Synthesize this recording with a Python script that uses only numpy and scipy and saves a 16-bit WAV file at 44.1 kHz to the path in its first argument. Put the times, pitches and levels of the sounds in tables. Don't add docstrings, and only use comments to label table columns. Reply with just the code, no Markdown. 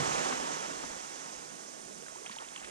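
import sys
import numpy as np
from scipy import signal
from scipy.fft import rfft, irfft
from scipy.io import wavfile
from scipy.ndimage import uniform_filter1d

SR = 44100
rng = np.random.default_rng(int(sys.argv[2]) if len(sys.argv) > 2 else 0)


def unload_audio(sound):
    columns = np.transpose(np.atleast_2d(sound))
    steps = np.round(np.clip(columns, -1, 1) * 32767)
    wavfile.write(sys.argv[1], SR, steps.astype(np.int16))


def invert_db(level):
    return 10 ** (np.asarray(level, dtype=float) / 20)


N = 119070

# (frequency [Hz], level [dB])
WIND_COLOUR = [(15, -4), (40, 5), (90, -6), (130, -3), (200, -64), (400, -22)]
# (time [s], level [dB])
WIND_GUSTS = [(0.0, -65), (0.04, -65), (0.06, -68), (0.14, -48), (0.19, -61), (0.65, -67), (0.92, -55),
              (1.12, -92), (1.3, -80), (1.38, -59), (1.42, -71), (1.54, -85), (2.12, -69), (2.35, -87),
              (2.36, -69), (2.58, -75), (2.65, -58), (2.7, -72)]
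# (time [s], peak [dB], frequency [Hz], length [cycles])
WIND_PUSHES = [
    (.12, -47, 60, 2.5),
    (.28, -58, 50, 3),
    (.37, -51, 55.5, 3),
    (.86, -52, 50, 4.3),
    (.94, -51, 60, 3),
    (1.345, -55, 40, 2),
    (2.08, -66, 55, 3),
]
# (frequency [Hz], level [dB])
FAR_SURF_COLOUR = [(70, -41), (115, -52), (150, 0.5), (400, 0.5), (700, 1), (1100, -27), (2500, -23.5),
                   (5000, -17.5)]
# (time [s], level [dB])
FAR_SURF_SWELL = [
    (0, -66),
    (1.1, -64.5),
    (1.5, -51.5),
    (1.9, -48),
    (2.2, -53.5),
    (2.45, -58),
    (2.7, -47.5),
]
# (time [s], peak [dB], frequency [Hz], length [s])
HOUSING_SLAPS = [
    (.327, -31, 1120, .01),
    (.338, -35, 295, .014),
    (.427, -36, 750, 0.008),
    (.535, -47, 304, .012),
    (.8, -40, 1000, 0.009),
    (.84, -33, 600, 0.007),
    (.935, -42, 750, 0.01),
]
# (time [s], peak [dB], frequency [Hz], length [cycles])
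HOUSING_RINGS = [
    (.322, -29, 1130, 14),
    (.33, -29, 270, 5),
    (.425, -33, 250, 9),
    (.57, -40, 300, 12),
    (.837, -27, 300, 6),
    (.86, -36, 240, 6),
    (.93, -40, 260, 6),
]
# (time [s], level [dB])
BACKWASH_FLOW = [
    (0, -63),
    (1.9, -73),
    (2.1, -70),
    (2.3, -52),
    (2.42, -57),
    (2.5, -52.5),
    (2.62, -51.5),
    (2.7, -51),
]
# (time [s], peak [dB], frequency [Hz], length [cycles], pitch climb [ratio])
PEBBLE_KNOCKS = [(2.0238, -39, 2700, 3.4, 0.01), (2.063, -42, 1490, 11, 0.057), (2.0838, -35, 1250, 3, .04),
                 (2.0835, -35, 1750, 3, .04), (2.146, -45, 3100, 4, .05), (2.2617, -33, 2450, 6, .04),
                 (2.265, -36, 3050, 8, .03), (2.27, -44, 1700, 4, 0.018), (2.279, -42, 3500, 5, -0.033),
                 (2.2951, -26, 2300, 1.6, 0.21), (2.3135, -41, 2600, 5, 0.025), (2.316, -40, 4200, 5, .04),
                 (2.3245, -38, 3300, 3.2, .04), (2.326, -37, 4800, 5.5, -0.0082),
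                 (2.331, -49, 2700, 6, 0.067), (2.3538, -47, 3600, 5, .04), (2.355, -46, 1730, 7, .04),
                 (2.362, -38.5, 3800, 8, -.04), (2.386, -32.5, 2970, 9.1, 0.067),
                 (2.407, -38, 4100, 4, .04), (2.437, -45, 2600, 3, .04), (2.446, -40, 2500, 4, .04),
                 (2.4863, -35, 3200, 4.2, .04), (2.5615, -25.5, 2550, 3.2, .17), (2.564, -43, 3900, 6, .06),
                 (2.5757, -45, 2870, 16, -0.041), (2.579, -40, 2750, 10, .01), (2.604, -46, 3250, 7.6, .04),
                 (2.611, -45, 2500, 1.3, .04), (2.6366, -45, 2680, 5, -0.0071),
                 (2.639, -43, 1490, 2.4, 0.023), (2.6455, -30, 1800, 2.3, .1), (2.6461, -26, 4200, 1.4, .1),
                 (2.6483, -40, 3300, 7.1, 0.012), (2.6525, -37, 4400, 1.5, .1), (2.65, -39, 2400, 3, .04),
                 (2.633, -43, 2600, 9, .03), (2.627, -43, 1500, 7, .04), (2.667, -51, 2880, 4, .04),
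                 (2.696, -42, 2200, 1.6, .04)]
# (time [s], peak [dB], frequency [Hz])
LARGE_BUBBLES = [(0.324, -41, 1270), (2.022, -34, 457), (2.108, -39, 1210), (2.12, -37.5, 610),
                 (2.158, -31, 915), (2.184, -34.5, 1060), (2.261, -35.5, 650), (2.296, -31, 1000),
                 (2.366, -29, 810), (2.4, -36, 1010), (2.419, -32.5, 820), (2.525, -34, 750),
                 (2.563, -32, 990), (2.299, -41.5, 208), (2.216, -36.5, 404), (2.165, -40, 336),
                 (2.615, -34, 720)]
# (time [s], peak [dB], frequency [Hz], length [s])
LEG_SPLASHES = [
    (.328, -47, 3050, 0.0057),
    (2.084, -50, 1400, 0.0031),
    (2.268, -48, 2000, 0.0086),
    (2.318, -46.5, 3600, 0.019),
    (2.411, -48.5, 1030, 0.029),
    (2.436, -54.5, 2500, 0.017),
    (2.651, -49, 2700, 0.0088),
    (2.63, -49, 1190, 0.018),
    (2.695, -50.5, 1800, 0.0056),
]
# (time [s], peak [dB], centre frequency [Hz], length [s])
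NOISE_SURGES = [(.015, -38, 850, .03), (.05, -39, 905, .03), (.08, -43, 1100, 0.019), (.5, -40, 790, .04),
                (.57, -46, 890, .04), (.635, -41, 990, .03), (.7, -42.5, 510, .045), (.77, -49.5, 380, .04),
                (1.24, -52, 1100, .02), (1.86, -58, 188, 0.026), (2.41, -48, 900, .04)]
# (time [s], level [dB])
WAVE_DECAY = [(0, 1.5), (.03, 0), (.07, 0), (.1, 0), (.2, -0.5), (.33, -1.5), (.39, -4.5), (.45, -4),
              (.55, -5), (.6, -7.5), (.64, -7.5), (.82, -10), (1.07, -13), (1.23, -13.5), (1.5, -17.5),
              (1.85, -20.5), (2.2, -20), (2.7, -24.5)]
# (frequency [Hz], level [dB])
ROAR_COLOUR = [(95, -32), (150, -6.5), (250, -4.5), (480, -2), (860, -0.5), (1400, -6), (2200, -10.5),
               (4200, -16)]
FIZZ_COLOUR = [(2500, -13.5), (4300, -11.5), (5300, -2), (6400, 2), (7600, -5), (8700, -17), (11500, -1),
               (15000, -6.5)]
FOAM_COLOUR = [(5000, -19), (8000, -3.5), (11000, 2.5), (15500, -0.5)]
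THUMP_COLOUR = [(40, -26), (90, -9), (150, 0), (260, -14), (500, -38)]
# (frequency [Hz], coherence [0 to 1])
PORT_LIKENESS = [(60, .3), (260, .05), (400, .5), (540, .92), (750, .99), (1700, .88), (4200, .78),
                 (5200, .1)]
# (frequency [Hz], gain [dB])
LEFT_GAIN = [(150, -6.5), (290, -4.5), (430, -14), (690, -6), (830, -2.5), (1120, -1), (3300, -2.5),
             (4300, -9.5)]
LEFT_TREBLE = [(4300, -0.5), (5300, -14.5), (6500, -32), (8600, -29), (10500, -14), (13000, -11),
               (15500, -14)]
# (frequency [Hz], phase [rad])
LEFT_PHASE = [(200, 0.2), (340, 1.6), (440, 2.85), (690, 2.65), (1120, 2.42), (1720, 2.05), (3000, 1.5),
              (4300, .97)]
# (frequency [Hz], gain [dB])
TREBLE_LOSS = [(8800, 0.5), (10200, -14), (11800, -26), (14300, -27.5), (15100, -32), (15800, -41)]
# (frequency [Hz], level [dB])
PORT_HISS = [(2000, -20), (5000, 2), (10500, -5), (13800, -5), (15200, -10), (15800, -30)]

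ROAR_DB, CHURN_DB, FIZZ_DB, THUMP_DB = -30, -44, -34.5, -39.5
FOAM_DB = -7
ROAR_FOLLOW, FIZZ_FOLLOW = 0.97, 0.52
THUMP_S = 0.13
CHURN_PER_S, GURGLE_PER_S, SPRAY_PER_S = 900, 500, 1200
SPRAY_DB = -5
PLOP_CYCLES, PLOP_RISE = 6.5, 0.057
PORT_HISS_DB = -82
CONTRAST = 0.043
EDGE_HZ, EDGE_SAG_HZ = 15750, 330
GATE_HZ, GATE_SHARE = 10500, 0.5


def evened(x):
    return x / np.sqrt(np.mean(x ** 2) + 1e-20)


def read(points, hz):
    f, value = np.transpose(points)
    return np.interp(np.log(hz + 1), np.log(f + 1), value)


def control(table):
    return np.interp(np.arange(N) / SR, *np.transpose(table))


def hiss(shape, patchy_db, flicker_db):
    frames = N // 128 + 5
    a, b, c, d, patch, flick = rng.standard_normal((frames, 257, 6)).T
    patch = uniform_filter1d(uniform_filter1d(patch, size=6, axis=0), size=20, axis=1)
    flick = uniform_filter1d(uniform_filter1d(flick, size=60, axis=0), size=4, axis=1)
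    unevenness = invert_db(patchy_db * evened(patch) + flicker_db * evened(flick))
    z = np.array([a + 1j * b, c + 1j * d]) * unevenness
    x = signal.istft(z, nperseg=512, noverlap=384)[1][:, :N]
    colour = invert_db(read(shape, np.fft.rfftfreq(N, 1 / SR)))
    return evened(irfft(rfft(x) * colour, N))


def bubble(hz, cycles, rise):
    t = np.arange(int(3 * SR * cycles / hz) + 40) / SR
    u = t * hz / cycles
    start = np.sin(np.pi / 2 * np.minimum(t * hz / 1.5, 1)) ** 2
    return start * np.exp(-2.3 * u) * np.sin(2 * np.pi * hz * t * (1 + rise * u))


def bubbles(per_s, low_hz, high_hz, spread_db, cycles):
    loudness, chance, kind = rng.random((N, 2, 3)).T
    strength = invert_db(spread_db * np.minimum(-np.log(loudness + 1e-9), 4)) * (chance < per_s / SR)
    kind = (kind * 24).astype(int)
    out = np.zeros((2, N))
    for k, hz in enumerate(np.geomspace(low_hz, high_hz, 24)):
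        ring = bubble(hz, cycles, 0.13)[None]
        out += signal.oaconvolve(strength * (kind == k), ring, axes=1)[:, :N]
    return evened(out)


def place(tones):
    out = np.zeros(N + SR)
    for s, db, tone in tones:
        out[round(s * SR):][:len(tone)] += invert_db(db) * tone
    return out[:N]


def bursts(table):
    out = np.zeros(N + SR)
    t = np.arange(4410) / SR
    for s, db, hz, length in table:
        band = signal.butter(2, [hz / 2.33, hz * 1.46], "band", fs=SR, output="sos")
        noise = evened(signal.sosfilt(band, rng.standard_normal(4410)))
        shape = np.e * 2 * t / length * np.exp(-2 * t / length)
        out[round((s - length / 2) * SR):][:4410] += invert_db(db) * noise * shape
    return out[:N]


def wind():
    pushes = place([(s, db, bubble(hz, cycles, 0)) for s, db, hz, cycles in WIND_PUSHES])
    return invert_db(control(WIND_GUSTS) + 0.5) * hiss(WIND_COLOUR, patchy_db=1.0, flicker_db=-0.5) + pushes


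def far_surf():
    return invert_db(control(FAR_SURF_SWELL)) * hiss(FAR_SURF_COLOUR, patchy_db=1.1, flicker_db=-0.06)


def housing():
    rings = place([(s, db, bubble(hz, cycles, -0.033)) for s, db, hz, cycles in HOUSING_RINGS])
    return (bursts(HOUSING_SLAPS) + rings) * invert_db([[0], [-20]])


def backwash():
    gurgle = bubbles(GURGLE_PER_S, low_hz=600, high_hz=2800, spread_db=1.3, cycles=5)
    spray = invert_db(SPRAY_DB) * bubbles(SPRAY_PER_S, low_hz=1390, high_hz=4600, spread_db=3.5, cycles=2.2)
    return invert_db(control(BACKWASH_FLOW)) * (gurgle + spray)


def pebbles_and_drops():
    knocks = [(s, db + 6, bubble(hz, cycles, rise)) for s, db, hz, cycles, rise in PEBBLE_KNOCKS]
    plops = [(s, db, bubble(hz, PLOP_CYCLES, PLOP_RISE)) for s, db, hz in LARGE_BUBBLES]
    return place(knocks + plops) + bursts(LEG_SPLASHES)


def wave():
    fall = control(WAVE_DECAY)
    roar = invert_db(ROAR_DB) * hiss(ROAR_COLOUR, patchy_db=0.6, flicker_db=0.5)
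    churn = invert_db(CHURN_DB) * bubbles(CHURN_PER_S, low_hz=500, high_hz=1500, spread_db=2.5, cycles=5)
    fizz = invert_db(FIZZ_DB) * hiss(FIZZ_COLOUR, patchy_db=0.46, flicker_db=0.7)
    foam = invert_db(FIZZ_DB + FOAM_DB) * hiss(FOAM_COLOUR, patchy_db=1.2, flicker_db=-0.5)
    blow = np.exp(-(np.arange(N) / SR / THUMP_S) ** 2)
    thump = invert_db(THUMP_DB) * hiss(THUMP_COLOUR, patchy_db=1.5, flicker_db=2.5) * blow
    return (roar + churn) * invert_db(ROAR_FOLLOW * fall) + fizz * invert_db(FIZZ_FOLLOW * fall) + thump + foam


def scene():
    own, right = rfft(wind() + far_surf() + backwash() + wave())
    same = np.clip(read(PORT_LIKENESS, np.fft.rfftfreq(N, 1 / SR)), 0, 1)
    left = same * right + np.sqrt(1 - same ** 2) * own
    ports = irfft([left, right], N)
    return ports + housing() + pebbles_and_drops() + bursts(NOISE_SURGES)


def top_cut(x):
    return signal.sosfilt(signal.butter(12, 15690, fs=SR, output="sos"), x)


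def record(dry):
    size = N + 4410
    hz = np.fft.rfftfreq(size, 1 / SR)
    left = invert_db(read(LEFT_GAIN, hz) + read(LEFT_TREBLE, hz)) * np.exp(1j * read(LEFT_PHASE, hz))
    own_hiss = rfft(rng.standard_normal((2, N)), size) * invert_db(PORT_HISS_DB + read(PORT_HISS, hz))
    heard = rfft(dry, size) * [left, np.ones_like(left)] * invert_db(read(TREBLE_LOSS, hz))
    x = irfft(heard + own_hiss, size)[:, :N]
    f, t, z = signal.stft(x, SR, nperseg=1024, noverlap=512)
    usual = uniform_filter1d(uniform_filter1d(abs(z), size=15, axis=1), size=3, axis=2) + 1e-12
    sag = np.repeat(rng.exponential(1, len(t)), 2)[:len(t)]
    below_edge = f[:, None] < EDGE_HZ - EDGE_SAG_HZ * sag
    strong = (f[:, None] < GATE_HZ) | (abs(z) > GATE_SHARE * usual)
    z = z * below_edge * strong * (abs(z) / usual) ** CONTRAST
    mix = signal.istft(z, nperseg=1024, noverlap=512)[1][:, :N]
    return top_cut(mix)


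dry = scene()
out = record(dry)
unload_audio(out)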